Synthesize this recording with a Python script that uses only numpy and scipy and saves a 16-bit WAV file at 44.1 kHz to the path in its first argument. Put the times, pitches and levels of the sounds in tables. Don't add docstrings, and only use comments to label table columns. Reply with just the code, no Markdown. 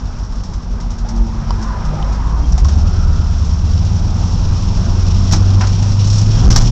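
import sys
import numpy as np
from scipy import signal
from scipy.io import wavfile

SR = 44100
rng = np.random.default_rng(int(sys.argv[2]) if len(sys.argv) > 2 else 0)


def ratio(d):
    e = np.asarray(d, float) / 20
    return 10 ** e


def dump_mix(stems):
    frames = np.atleast_2d(stems).T
    limited = np.clip(frames, -1, 1)
    pcm = np.round(limited * 32767).astype(np.int16)
    wavfile.write(sys.argv[1], SR, pcm)


N = 295911

# time in seconds, cylinder firings per second in Hz, firing tone level in dB (the throttle).
ENGINE_SPEED = [(0, 46.58, -23.5), (.7, 45.07, -23), (1, 43.14, -20), (1.22, 45.57, -14), (1.45, 48, -23),
                (1.7, 48.07, -20), (2.04, 50.56, -20), (2.41, 55.49, -13.5), (2.75, 73.06, -12.5),
                (2.95, 76.37, -16), (3.4, 70.9, -14.5), (4.0, 80.1, -15), (4.25, 83.24, -18),
                (4.7, 87.9, -17.5), (5.55, 96, -9), (5.75, 97.9, -14), (6, 99.78, -10.5),
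                (6.71, 115.2, -12.5)]


def rms_one(x):
    return x / np.sqrt(np.mean(x ** 2) + 1e-20)


def in_time(rows):
    s, *columns = np.transpose(rows)
    return [np.interp(np.arange(N) / SR, s, column) for column in columns]


def at_hz(points, hz):
    table_hz, table_db = np.array(points).T
    return np.interp(np.log(hz), np.log(table_hz), table_db)


def drift(rate_hz):
    r = np.exp(-80 * np.pi * rate_hz / SR)
    noise = rng.standard_normal(N // 40 + 4002)
    slow = signal.lfilter([1], [1, -2 * r, r * r], noise)[4000:]
    return np.interp(np.arange(N) / 40, np.arange(len(slow)), rms_one(slow))


def resonate(x, hz, width_hz):
    r = np.exp(-np.pi * width_hz / SR)
    top = np.array([1, 0, -1]) * (1 - r * r) / 2
    return signal.lfilter(top, [1, -2 * r * np.cos(2 * np.pi * hz / SR), r * r], x)


def coloured(spectrum, sources, patchy_db):
    lowest_hz, highest_hz = spectrum[0][0], spectrum[-1][0]
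    edges = lowest_hz * 2 ** np.arange(0, np.log2(highest_hz / lowest_hz) + .01, 1 / 3)
    out = 0
    for k, (low, high) in enumerate(zip(edges, edges[1:])):
        sos = signal.butter(2, [low, high], "band", fs=SR, output="sos")
        band = signal.sosfilt(sos, sources[k % 2])
        level_db = at_hz(spectrum, np.sqrt(low * high))
        out = out + band * ratio(level_db + patchy_db * drift(6.8))
    return rms_one(out)


def add(out, s, sound):
    i = round(s * SR)
    out[i:i + len(sound)] += sound[:N - i]


def rumble_roar_and_buzz(cycle):
    # frequency in Hz, level in dB per Hz.
    rumble_spectrum = [(12, -12), (20, -2), (43, 0), (60, -8), (85, -11), (140, -12), (200, -12),
                       (250, -23), (330, -28), (420, -35), (560, -46)]
    roar_spectrum = [(160, -4), (280, -5.5), (394, -0.5), (480, -4.5), (787, -1.5), (934, -2.5), (1340, -6),
                     (1660, -17.5), (2400, -23), (3120, -37), (5280, -120)]
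    buzz_spectrum = [(1900, -15.5), (2300, -4.5), (3100, 1.5), (4000, -2.5), (4800, 1.5), (5600, -2.5),
                     (6500, -5.5), (7300, -3), (8200, -14), (9500, -20)]
    # time in seconds, strength in dB.
    body_shaking = [(0, 0.5), (.2, -1), (1.0, -0.5), (1.4, 1.5), (2.15, 3), (2.7, 0.5), (2.9, -0.5),
                    (3.5, -1), (4.2, 0), (4.45, 0.5), (5.5, 1), (6.2, -.5), (6.5, 6), (6.71, 2)]

    octaves = np.log2(in_time(ENGINE_SPEED)[0] / ENGINE_SPEED[0][1])
    shaking_db, = in_time(body_shaking)
    rumble_db = -29.5 + 6 * octaves + 1.04 * shaking_db
    roar_db = -37.5 + 3.12 * octaves + 1.06 * shaking_db
    buzz_db = -44 + 10.87 * octaves + 0.35 * shaking_db

    rumble = coloured(rumble_spectrum, rng.standard_normal((2, N)), patchy_db=0.5)
    roar = coloured(roar_spectrum, rng.standard_normal((2, N)), patchy_db=1.92)
    grain = ratio(0.5 * np.cos(8 * cycle) + 0.73 * drift(42) + 1.42 * drift(31))
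    buzz = coloured(buzz_spectrum, rng.standard_normal((2, N)) * grain, patchy_db=0.54)
    return ratio(rumble_db + 5.5) * rumble + ratio(roar_db) * roar + ratio(buzz_db - 5.5) * buzz


def passing_vehicle():
    # time in seconds, motor pitch in Hz, second harmonic in dB (throttle), tyres in dB (nearness).
    drive_by = [
        (0, 124.7, -40.5, -70),
        (.62, 118.9, -45, -65),
        (.78, 117.5, -34, -43.5),
        (1.27, 113, -29.5, -47),
        (1.4, 111.7, -33, -38.5),
        (1.6, 110, -29.5, -39),
        (1.9, 109.1, -44.5, -37.5),
        (2.1, 103, -59, -35.5),
        (2.5, 99, -66, -44),
    ]
    # tread resonance in Hz, its width in Hz, level in dB.
    tread = [(600, 200, -25.5), (800, 75, 4), (946, 110, 14), (1235, 120, 9.5), (1600, 300, -23)]
    full_throttle_db = -29

    hz, second_db, tyre_db = in_time(drive_by)
    third_db = -37.5 + 4 * (second_db - full_throttle_db)
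    turn = 2 * np.pi * np.cumsum(hz) / SR
    motor = ratio(second_db + 3) * np.sin(2 * turn) + ratio(third_db + 3) * np.sin(3 * turn)
    motor = motor * ratio(3 * drift(6.4))

    air = rng.standard_normal(N)
    tyre = np.zeros(N)
    for tread_hz, width_hz, db in tread:
        ringing = rms_one(resonate(air, tread_hz, width_hz))
        tyre += ratio(db) * ringing * ratio(2 * drift(4.7))
    return motor + ratio(tyre_db) * rms_one(tyre)


def whines():
    # start in seconds, level in dB, first pitch in Hz, last pitch in Hz, length in seconds.
    whine_rows = [(1.003, -37.5, 850, 912, 0.39), (1.53, -32, 1010, 1008, 0.34),
                  (1.495, -42, 1500, 1450, 0.39), (1.59, -47, 1705, 1744, 0.26),
                  (1.774, -34, 1250, 1183, 0.26), (1.879, -34, 790, 800, 0.27), (1.899, -36, 540, 562, .3),
                  (1.974, -37, 1020, 1043, 0.13), (2.081, -34, 990, 920, .4), (2.101, -35, 1060, 1110, .38),
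                  (2.619, -39.5, 1330, 1330, 0.83), (3.797, -43.5, 800, 800, 0.93)]
    rough_db, clear_db = -42, -24.5

    out, waver = np.zeros(N), drift(27)
    breakup = 1.3 * np.tanh(drift(130))
    for s, db, first_hz, last_hz, length in whine_rows:
        count, i = round(length * SR), round(s * SR)
        hz = np.linspace(first_hz, last_hz, count) + 18 * waver[i:i + count]
        rough = np.interp(db, [rough_db, clear_db], [1, 0])
        strength = 1 - rough + rough * breakup[-i - count:-i]
        tone = np.sin(2 * np.pi * np.cumsum(hz) / SR)
        add(out, s, ratio(db + 6) * strength * np.hanning(count) ** .5 * tone)
    return out


def rattles():
    # start in seconds, peak level in dB.
    idle_ticks = [(.07, -37), (0.185, -32), (.246, -34), (0.322, -33.5), (.354, -32), (0.435, -27.5),
                  (0.534, -28), (.619, -36), (.801, -27.5), (0.904, -25.5), (.983, -28.5), (1.086, -23),
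                  (1.159, -30), (1.266, -35), (1.614, -30), (1.625, -23.5), (1.849, -29), (2.1244, -27.5)]
    # start in seconds, peak level in dB, dull part in dB.
    clatters = [(2.523, -24, -18), (2.577, -18.5, -3.5), (2.645, -20.5, -6), (2.6831, -19, -2),
                (3.327, -29, -1), (3.4468, -26.5, -19), (3.532, -31, -16), (3.8475, -25.5, -21),
                (5.311, -15.5, -4.5), (5.322, -6, -9.5), (5.331, -10, 0), (5.36, -18.5, -7),
                (5.609, -18.5, 9), (5.635, -24.5, 10.5), (5.6698, -19, 0), (5.825, -20, -5),
                (5.917, -21.5, -4), (6.1795, -15.5, -15), (6.5022, -8, -6), (6.5134, -12, -6.5),
                (6.524, -17.5, -8), (6.5584, 0.5, -6.5), (6.585, -15, -2.5), (6.6122, -12.5, -3.5),
                (6.645, -30, -9)]
    tick_s, clatter_s = 0.022, 0.017

    rows = [(s, db, tick_s, -5) for s, db in idle_ticks]
    rows += [(s, db, clatter_s, dull_db) for s, db, dull_db in clatters]
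    for k in range(7):
        rows.append((6.043 + 0.028 * k, -15 - abs(k - 3), tick_s, -13))

    bright, dull = np.zeros(N), np.zeros(N)
    count = SR // 6
    t = np.arange(count) / SR
    for s, db, length, dull_db in rows:
        contacts = ratio(4.2 * rng.standard_normal(count))
        spray = rng.standard_normal((2, count)) * contacts
        shape = ratio(db) * (1 - np.exp(-t / 0.00067)) * np.exp(-t / length)
        add(bright, s, shape * spray[0])
        add(dull, s, ratio(dull_db) * shape * spray[1])
    bright = signal.sosfilt(signal.butter(2, [3400, 7500], "band", fs=SR, output="sos"), bright)
    dull = resonate(resonate(dull, 630, 1200), 650, 1500)
    return ratio(-8) * bright + ratio(1.5) * dull


def groans():
    # start in seconds, peak level in dB, pitch in Hz, length in seconds.
    groan_rows = [(1.05, -26.5, 194.5, 0.17), (1.45, -20, 93.6, 0.28), (1.819, -20, 149.8, .25),
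                  (2.076, -43, 41.4, 0.22), (2.331, -31.5, 292.2, 0.17), (2.429, -42, 3220, 0.039),
                  (2.448, -10, 43.3, 0.27), (2.423, -11.5, 33.18, 1), (4.899, -14, 70.33, .45),
                  (6.304, -12, 36.05, 0.66), (1.3, -22.5, 143, 0.31), (1.952, -36, 248, 0.34),
                  (6.419, -6, 55.27, 0.23)]
    out = np.zeros(N)
    for s, db, hz, length in groan_rows:
        count = round(length * SR)
        tone = np.sin(2 * np.pi * hz * np.arange(count) / SR)
        add(out, s, ratio(db) * np.hanning(count) ** .5 * tone)
    return out


def knocks():
    # start in seconds, peak level in dB, pitch in Hz, time to fade by 60 dB in seconds.
    knock_rows = [(1.05, -21.5, 730, 0.048), (1.507, -10.5, 960, 0.03), (1.507, -25.5, 3060, 0.02),
                  (1.506, -25.5, 4920, 0.022), (1.507, -34, 4100, 0.034), (1.507, -36, 7100, .03),
                  (2.522, -27.5, 5820, 0.036), (1.935, -19.5, 608, 0.065), (2.027, -19.5, 3070, 0.013),
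                  (2.579, -19.5, 752, 0.071), (2.651, -19, 1090, 0.068), (5.609, -18.5, 996, 0.19),
                  (5.609, -33, 1860, 0.07), (5.609, -32, 2190, 0.055), (5.325, -12, 164.8, .35),
                  (5.326, -15.5, 211, 0.5), (5.325, -17, 307, 0.44), (5.61, -23.5, 741, 0.3),
                  (5.608, -24, 1345, 0.16), (6.508, -23.5, 915, 0.093), (6.561, -17, 800, 0.045),
                  (6.44, -20, 330, .3), (6.47, -21.5, 521, .2)]
    out, t = np.zeros(N), np.arange(SR // 3) / SR
    for s, db, hz, t60 in knock_rows:
        pair = np.sin(2 * np.pi * hz * t) + 0.38 * np.sin(2 * np.pi * hz * 1.14 * t)
        add(out, s, ratio(db - 3 - 60 * t / t60) * pair)
    return out


def jolts():
    # start in seconds, peak level in dB, first pitch in Hz, last pitch in Hz, length in seconds.
    jolt_rows = [
        (2.594, -1, 54, 44, .046),
        (6.453, 5, 78, 20, .064),
        (6.524, -5, 25, 24, .125),
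    ]
    out = np.zeros(N)
    for s, db, first_hz, last_hz, length in jolt_rows:
        part = np.arange(round(length * SR)) / (length * SR)
        hz = first_hz * (last_hz / first_hz) ** part
        swell = np.sin(np.pi * part ** 1.2) ** .7
        add(out, s, ratio(db) * swell * np.sin(2 * np.pi * np.cumsum(hz) / SR))
    return out


def engine():
    # multiple of the cycle rate, level in dB.
    cycle_tones = [(2, -5), (3, -11), (4, -4), (5, -6), (6, -8), (7, -13), (9, -11), (10, -1), (11, -8),
                   (12, -17), (13, -11), (14, -14), (15, -17), (16, -6), (17, -19), (18, -14), (19, -13),
                   (20, -18), (21, -16), (22, -21), (24, -12), (32, -13)]
    # frequency in Hz, level in dB.
    cab_boom = [(15, -11), (25, -0.5), (33, 0), (46, -0.5), (60, -3), (72, 1), (85, 0.5), (100, 4),
                (115, -5.5), (130, -10), (150, -2.5), (180, 0.5), (210, -8.5), (260, -18)]
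    idle_hz, in_gear_hz = 50, 61
    lope_ends_hz, lope_depth = 54.6, 0.6

    firing_hz, firing_db = in_time(ENGINE_SPEED)
    uneven_db = np.interp(firing_hz, [idle_hz, in_gear_hz], [-24.5, -18])
    cycle = 2 * np.pi * np.cumsum(firing_hz) / SR / 8
    firing_tone = np.sin(8 * cycle + .15 * drift(4))
    out = np.sqrt(2) * ratio(firing_db + 1.6 * drift(9)) * firing_tone
    lope = lope_depth * np.clip((lope_ends_hz - firing_hz) / 10, 0, 1)
    out *= 1 + lope * np.cos(cycle + drift(0.32))

    for multiple, level_db in cycle_tones:
        tone_hz = firing_hz[::64] * multiple / 8
        boom_db = at_hz(cab_boom, tone_hz).repeat(64)[:N]
        wander = .4 * drift(1.2) + rng.uniform(0, 2 * np.pi)
        strength = ratio(uneven_db + level_db + boom_db + 2 * drift(3.0))
        out += strength * np.sin(multiple * cycle + wander)
    return out, cycle


def scene():
    drone, cycle = engine()
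    background = rumble_roar_and_buzz(cycle) + passing_vehicle() + whines()
    body = rattles() + groans() + knocks() + jolts()
    return (background + body + drone)[None]


def top_cut(x):
    return signal.sosfilt(signal.butter(12, 16510, fs=SR, output="sos"), x)


def record(dry):
    clip_top, clip_bottom = .74, -.705
    fade_out_s = .012
    heard = dry + ratio(8) * resonate(dry, 5520, 603)
    heard = np.clip(heard, clip_bottom, clip_top)
    heard = signal.sosfilt(signal.butter(8, 7420, fs=SR, output="sos"), heard)
    heard = signal.sosfilt(signal.cheby2(12, 60, 10000, fs=SR, output="sos"), heard)
    heard = heard * np.clip(np.arange(N)[::-1] / SR / fade_out_s, 0, 1)
    heard = np.clip(heard, 1.01 * clip_bottom, 1.012 * clip_top)
    return top_cut(heard)


dry = scene()
out = record(dry)
dump_mix(out)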